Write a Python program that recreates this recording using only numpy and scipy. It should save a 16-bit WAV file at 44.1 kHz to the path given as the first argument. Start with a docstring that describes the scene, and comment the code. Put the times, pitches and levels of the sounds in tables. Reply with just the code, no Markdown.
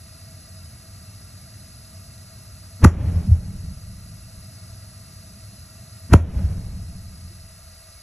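"""A gas water heater burns close by: shaped noise gives its low rumble, draught and hissing gas jet.
Near 2.8 s and again near 6.1 s a flare swells, a small catch of gas sounds and the flame backfires:
a swept chamber tone booms, a noise burst and damped modes crack the metal door, and the casing rings.
Gain control ducks everything for a moment, a limiter rounds the bangs, and the gas relights in soft
puffs over a fading roar. Near the end the flame dies away and warm metal knocks faintly."""
import sys
import numpy as np
from scipy import signal
from scipy.fft import rfft, irfft
from scipy.io import wavfile
from scipy.ndimage import uniform_filter1d, minimum_filter1d

SR = 44100
rng = np.random.default_rng(int(sys.argv[2]) if len(sys.argv) > 2 else 0)


def store_pcm(level_fs):
    """Save levels as 16-bit WAV."""
    pcm = np.round(np.clip(level_fs, -1, 1) * 32767).astype(np.int16)
    wavfile.write(sys.argv[1], SR, np.atleast_2d(pcm).T)


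N = 353682
TIME, BINS = np.arange(N) / SR, np.fft.rfftfreq(N, 1 / SR)  # s, Hz


def gain_of(db):
    """Level to amplitude ratio: 20 dB is a factor of ten."""
    return 10 ** (np.asarray(db) / 20)


def evened(x):
    """Normalization to an rms of 1."""
    return x / np.sqrt(np.mean(x ** 2) + 1e-20)


def read(points, hz):
    """Linear interpolation of a table over log frequency."""
    f, value = np.transpose(points)
    return np.interp(np.log(hz + 1), np.log(f + 1), value)


def colour(spectrum, modes=()):
    """Resonance: peaks of Lorentzian shape, in dB, stand on a broad spectrum; gives the gain per bin."""
    peaks_db = 0
    for hz, width_hz, db in modes:
        peaks_db = peaks_db + db / (1 + (2 * (BINS - hz) / width_hz) ** 2)
    return gain_of(read(spectrum, BINS) + peaks_db)


# likeness of the noise at the two microphone ports: [f/Hz, correlation]
LIKENESS = [(60, .999), (130, 1), (250, 0.99), (700, 0.89), (1500, 1), (4000, 0.93), (12000, 1)]


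def noise(gain):
    """Spatial coherence: coloured turbulence reaches two close ports almost alike."""
    shared, other = rfft(rng.standard_normal((2, N)))
    same = np.clip(read(LIKENESS, BINS), 0, 1)
    second = same * shared + np.sqrt(1 - same ** 2) * other
    return evened(irfft(np.array([shared, second]) * gain, N))


def waver(rate_hz, depth_db):
    """Random amplitude modulation: low-passed noise is a level in dB, depth_db its rms."""
    slow = irfft(rfft(rng.standard_normal(N)) / (1 + (BINS / rate_hz) ** 4), N)
    return gain_of(depth_db * evened(slow))


# broad spectrum of the gas jet: [f/Hz, relative level per Hz/dB]
JET_SPECTRUM = [(400, -5.5), (1000, -8), (1500, -8.5), (3300, -14), (4300, -12.5), (5000, -8), (5600, -2.5),
                (7200, -6), (8500, -8.5), (10500, -6.5), (11300, -3.5), (12100, -9.5), (13000, -14),
                (14000, -63)]
# resonances of the burner tube: [f/Hz, width/Hz, level above the spectrum/dB]
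TUBE_MODES = [(649.7, 108, 17), (1213, 109, 9.5), (1375, 110, 8.5), (1618, 87, 6.5), (1944, 160, 10),
              (2208, 36, 10.5), (2510, 60, 7.5), (2694, 105, 11.5), (2960, 110, 5), (3757, 290, 8.5),
              (4070, 96, 12.5), (4305, 130, 12.5), (4622, 280, 17), (5224, 108, 13), (6210, 140, 4.5),
              (7985, 640, 9), (9890, 120, 13), (10420, 425, 10.5), (10800, 296, 9)]


def gas_jet(db=-48.0, lowest_hz=330):
    """Jet noise: gas hisses out of the orifice and through the resonances of the burner tube."""
    low_cut = BINS ** 2 / (BINS ** 2 + lowest_hz ** 2)
    return gain_of(db) * noise(colour(JET_SPECTRUM, TUBE_MODES) * low_cut)


# spectrum of the air in the flue: [f/Hz, relative level per Hz/dB]
FLUE_SPECTRUM = [(18, -26), (42, -3), (75, 3), (110, -6), (200, -23), (400, -30)]


def draught(db=-50):
    """Flow noise: air drawn up the flue keeps a deep rumble going."""
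    return gain_of(db) * noise(colour(FLUE_SPECTRUM) / (1 + (BINS / 400) ** 4))


def flame_db(level_db=-43.5, dies_s=7.22, fade_db_per_s=32):
    """Exponential decay: the settled flame's level is even, then falls linearly in dB."""
    return level_db - fade_db_per_s * np.maximum(TIME - dies_s, 0)


# broad spectrum of the settled flame: [f/Hz, relative level per Hz/dB]
FLAME_SPECTRUM = [(20, -39), (40, -27.5), (65, -15), (100, 0.5), (140, -14), (200, -14.5), (280, -27.5),
                  (400, -32)]


def flame(highest_hz=420):
    """Combustion noise: the settled flame rumbles and flutters."""
    rumble = noise(colour(FLAME_SPECTRUM) / (1 + (BINS / highest_hz) ** 4))
    return gain_of(flame_db()) * rumble * waver(rate_hz=20, depth_db=0.5)


# the flame's noise as the walls return it: [f/Hz, relative level per Hz/dB]
WALL_SPECTRUM = [(30, 4), (110, 11), (220, -1.5), (330, -1), (520, -4.5), (900, -7.5), (2000, -52),
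                 (6000, -39)]


def room(below_flame_db=-21, below_flare_db=-25):
    """Diffuse field: walls return the noise of flame and flares, unrelated at the two ports."""
    diffuse = evened(irfft(rfft(rng.standard_normal((2, N))) * colour(WALL_SPECTRUM), N))
    # powers add
    drive = np.hypot(gain_of(flame_db() + below_flame_db), gain_of(flare_db() + below_flare_db))
    return drive * diffuse * waver(rate_hz=10.4, depth_db=1.0)


# backfires: [t/s, boom level/dB, boom f/Hz, boom hold/s, blast level/dB, blast length/s,
#   blast treble level/dB, door level/dB, factor on door f, spare-gas burn level/dB, its fade/(dB/s)]
BACKFIRES = [(2.8483, 5.5, 81.7, 0.028, 4.5, 0.0051, -0.5, 14, 0.966, -14.5, 19.5),
             (6.1382, 7.3, 82.3, 0.02, 4, 0.0045, -2.5, 14, 1.044, -15, 21.5)]


def flare_db(rise_db_per_s=649, flash_db=-18.5, flash_fade_db_per_s=150):
    """Exponential growth and decay: a swell up to each bang, then a brief flash over a slow burn."""
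    strength = 0
    for s, *_, burn_db, burn_fade_db_per_s in BACKFIRES:
        before, after = np.maximum(s - TIME, 0), np.maximum(TIME - s, 0)
        flash = gain_of(flash_db - flash_fade_db_per_s * after)
        burn = gain_of(burn_db - burn_fade_db_per_s * after)
        strength = strength + (flash + burn) * gain_of(-rise_db_per_s * before)
    return 20 * np.log10(strength + 1e-9)


# broad spectrum of the flares' rumble: [f/Hz, relative level per Hz/dB]
RUMBLE_SPECTRUM = [(20, -12), (40, -4.5), (65, -2.5), (110, -5.5), (160, -10.5), (230, -28.5), (300, -29.5),
                   (420, -50)]
# resonances of the chamber: [f/Hz, width/Hz, level above the spectrum/dB]
CHAMBER_MODES = [(83.8, 11.5, 9), (188.4, 32, 13.5)]
# broad spectrum of the flares' roar: [f/Hz, relative level per Hz/dB]
ROAR_SPECTRUM = [(120, -7.5), (230, 4), (350, -6), (600, -6.5), (900, -15.5), (1500, -19.5), (2500, -23.5),
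                 (3500, -30.5), (7000, -40), (13000, -86)]


def flare(rumble_db=-2, roar_db=-37.5, full_db=-20, roar_growth=1.88):
    """Nonlinear growth: spare gas burns in uneven licks, its bright roar growing faster than its rumble."""
    strength_db = flare_db()
    licks = waver(rate_hz=22, depth_db=1.6)
    rumble = noise(colour(RUMBLE_SPECTRUM, CHAMBER_MODES) / (1 + (BINS / 450) ** 4))
    roar = noise(colour(ROAR_SPECTRUM))
    rumble_gain = gain_of(strength_db + rumble_db)
    # roar_db is the roar's level at a strength of full_db
    roar_gain = gain_of(roar_db + roar_growth * (strength_db - full_db))
    return licks * (rumble_gain * rumble + roar_gain * roar)


def puff(s, db, hz, rise_s=0.0069, decay_s=0.018):
    """Transient oscillation: a soft push rocks a resonance for a few cycles."""
    u = TIME - s
    rise = (np.minimum(u + 0.0046, 0) / rise_s) ** 2
    decay = np.maximum(u, 0) / decay_s
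    return gain_of(db) * np.exp(-rise - decay) * np.cos(2 * np.pi * hz * u)


# small catch of gas ahead of every backfire: [t from the bang/s, level/dB, f/Hz]
GAS_CATCH = (-0.031, -32, 223)
# rebound of the chamber after every backfire: [t from the bang/s, level/dB, f/Hz]
CHAMBER_REBOUND = (0.081, -4.5, 85)
# pockets of gas that catch as the burner relights: [t/s, level/dB, f/Hz]
RELIGHT_PUFFS = [(3.082, -9.5, 86), (3.1724, -10, 83), (3.283, -18.5, 189), (3.299, -7.5, 97.5),
                 (3.326, 0, 82.8), (6.374, -10.5, 69.5), (6.4507, -10, 69.4)]
# faint dull knock of warm metal: [t/s, level/dB, f/Hz]
METAL_KNOCK = (7.315, -53, 344)


def soft_pushes():
    """Superposition: catches, rebounds, relighting puffs and the knock add as transient oscillations."""
    total = puff(*METAL_KNOCK)
    for s, *_ in BACKFIRES:
        for delay_s, db, hz in (GAS_CATCH, CHAMBER_REBOUND):
            total = total + puff(s + delay_s, db, hz)
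    for row in RELIGHT_PUFFS:
        total = total + puff(*row)
    return total


def boom(s, db, hz, held_s, growth_s=0.0049, decay_s=0.012, rush_hz=215, rush_in_s=0.00443,
         rush_out_s=0.00562, lag_s=0.0026, lead_s=0.01, vented=0.64, vent_s=0.0059):
    """Frequency modulation: pressure swings grow, quicken as the flame front rushes by, slow and die."""
    u = TIME - s - lag_s
    rush = np.exp(-(u / np.where(u < 0, rush_in_s, rush_out_s)) ** 2)
    turns = np.cumsum(hz + rush_hz * rush) / SR
    swing = -np.cos(2 * np.pi * (turns - np.interp(0, u, turns)))
    growth = np.minimum(u + lead_s, 0) / growth_s
    decay = np.maximum(u - held_s, 0) / decay_s
    # the blast vents the chamber for a moment
    sag = 1 - vented * np.exp(-((TIME - s + 0.0022) / vent_s) ** 2)
    return gain_of(db) * np.exp(growth - decay) * sag * swing


# broad spectrum of the blast, before its treble level: [f/Hz, relative level per Hz/dB]
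BLAST_SPECTRUM = [(100, 10), (280, 7), (450, 0), (800, -7), (1400, -6), (2400, -12.5), (3500, -19.5),
                  (6000, -16), (8500, -21), (10800, -12.5), (12300, -35.5), (13300, -38), (15000, -50)]


def crack(s, db, length_s, treble_db, treble_hz=2600, growth_s=0.0092, lead_db=-13, stop_s=0.00053):
    """Impulsive noise: turbulence swells, the blast bursts out around the metal door and stops short."""
    u = TIME - s
    before, after = np.minimum(u, 0), np.maximum(u - 0.001, 0)
    treble_share = BINS ** 4 / (BINS ** 4 + treble_hz ** 4)
    tone = colour(BLAST_SPECTRUM) * gain_of(treble_db * treble_share)
    burst = np.exp(-(before / length_s) ** 2) * noise(tone)
    duller = noise(tone / (1 + (BINS / 4000) ** 2))
    swell = gain_of(lead_db) * np.exp(before / growth_s) * duller
    return gain_of(db) * (burst + swell) * np.exp(-after / stop_s)


# modes of the sheet-metal door: [f/Hz before the bang's factor, relative level/dB, t60/s]
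DOOR_MODES = [(389, -9, 0.035), (544, -15, 0.046), (640, -16, 0.028), (942, -8, 0.014),
              (1287, -2.5, 0.0095), (1420, -22.5, 0.013), (1850, -30, 0.0083), (2280, -15.5, 0.0074),
              (2460, -25.5, 0.012)]


def door(s, db, pitch, rise_s=0.00048, early_s=0.000793):
    """Modal decay: the blast slams the door on its frame; the gasket damps its modes at once."""
    u = np.maximum(TIME - s + early_s, 0)
    modes = 0
    for hz, mode_db, t60_s in DOOR_MODES:
        decay = np.exp(-np.log(1000) * u / t60_s)
        modes = modes + gain_of(mode_db) * decay * np.sin(2 * np.pi * hz * pitch * u)
    return gain_of(db) * modes * (1 - np.exp(-u / rise_s))


# ring of the casing and the closet: [f/Hz, t60/s]
RING_DECAY = [(100, 0.43), (500, 0.34), (1200, 0.27), (3000, 0.15), (6000, 0.25), (12000, 0.22)]


def ring(x, build_s=0.0082):
    """Reverberation: dense reflections of random sign build up, then each band dies at its own speed."""
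    length = SR // 2
    taps = rng.choice([-1., 1.], length) * (rng.random(length) < 3000 / SR)  # 3000 per second
    taps *= 1 - np.exp(-TIME[:length] / build_s)
    hz, t, bands = signal.stft(taps, SR, nperseg=256)
    decay = gain_of(-60 * t / read(RING_DECAY, hz)[:, None])
    tail = signal.istft(bands * decay, SR, nperseg=256)[1]
    return signal.fftconvolve(x, tail[None] / np.linalg.norm(tail), axes=1)[:, :N]


# phase lead of the left microphone port: [f/Hz, lead/rad]
LEFT_LEAD = [(20, 0), (2000, 0), (2700, .4), (3400, .25), (4100, 1.2), (4850, 3.14), (5230, 4.8),
             (5700, 6.1), (6600, 6.6), (7700, 7.9), (9050, 9.4), (9800, 10.4), (10800, 11), (12000, 12.4)]


def scene(ring_db=-14, door_ring_db=-20):
    """Common path: all sources in the burner chamber reach the two ports with the same phase lead."""
    booms = cracks = slams = 0
    for s, boom_db, hz, held_s, blast_db, length_s, treble_db, door_db, pitch, *_ in BACKFIRES:
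        booms = booms + boom(s, boom_db, hz, held_s)
        cracks = cracks + crack(s, blast_db, length_s, treble_db)
        slams = slams + door(s, door_db, pitch)
    echoes = ring(gain_of(ring_db) * cracks + gain_of(door_ring_db) * slams)
    burning = gas_jet() + draught() + flame() + flare()
    left, right = burning + soft_pushes() + booms + cracks + slams + echoes
    left = irfft(rfft(left) * np.exp(1j * read(LEFT_LEAD, BINS)), N)
    return np.array([left, right]) + room()


def excess_db(x, limit_db):
    """Peak level: how far the louder channel stands over a limit."""
    return np.maximum(20 * np.log10(abs(x).max(0) + 1e-9) - limit_db, 0)


def falling(db, db_per_s):
    """Peak hold: follows every rise of a level and falls no faster than the given slope."""
    return np.maximum.accumulate(db + db_per_s * TIME) - db_per_s * TIME


def duck(x, threshold_db=-4, attack_s=0.04, hold_s=0.072, release_db_per_s=130,
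         slow_share=0.14, slow_db_per_s=1.26):
    """Gain control: sinks after an overload, holds, lets go quickly, gives back the last few dB slowly."""
    hold = int(hold_s * SR)
    held_db = -minimum_filter1d(-excess_db(x, threshold_db), hold, origin=(hold - 1) // 2)
    quick_db = falling(held_db, release_db_per_s)
    slow_db = falling(slow_share * held_db, slow_db_per_s)
    keep = np.exp(-1 / (attack_s * SR))
    return x / gain_of(signal.lfilter([1 - keep], [1, -keep], np.maximum(quick_db, slow_db)))


def limit(x, ceiling_db=-0.7, window_s=0.0011):
    """Look-ahead limiting: swings over the ceiling are rounded off just under full scale."""
    window = int(window_s * SR) | 1  # odd, so centred
    peak_db = -minimum_filter1d(-excess_db(x, ceiling_db), window)
    return x / gain_of(uniform_filter1d(peak_db, window))


def record(dry, edge_hz=15100):
    """Dynamic compression and band limiting: gain control, the limiter, then a low-pass."""
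    low_pass = signal.firwin(511, edge_hz, window=("kaiser", 9), fs=SR)
    return signal.oaconvolve(limit(duck(dry)), low_pass[None], "same")


dry = scene()
out = record(dry)
store_pcm(out)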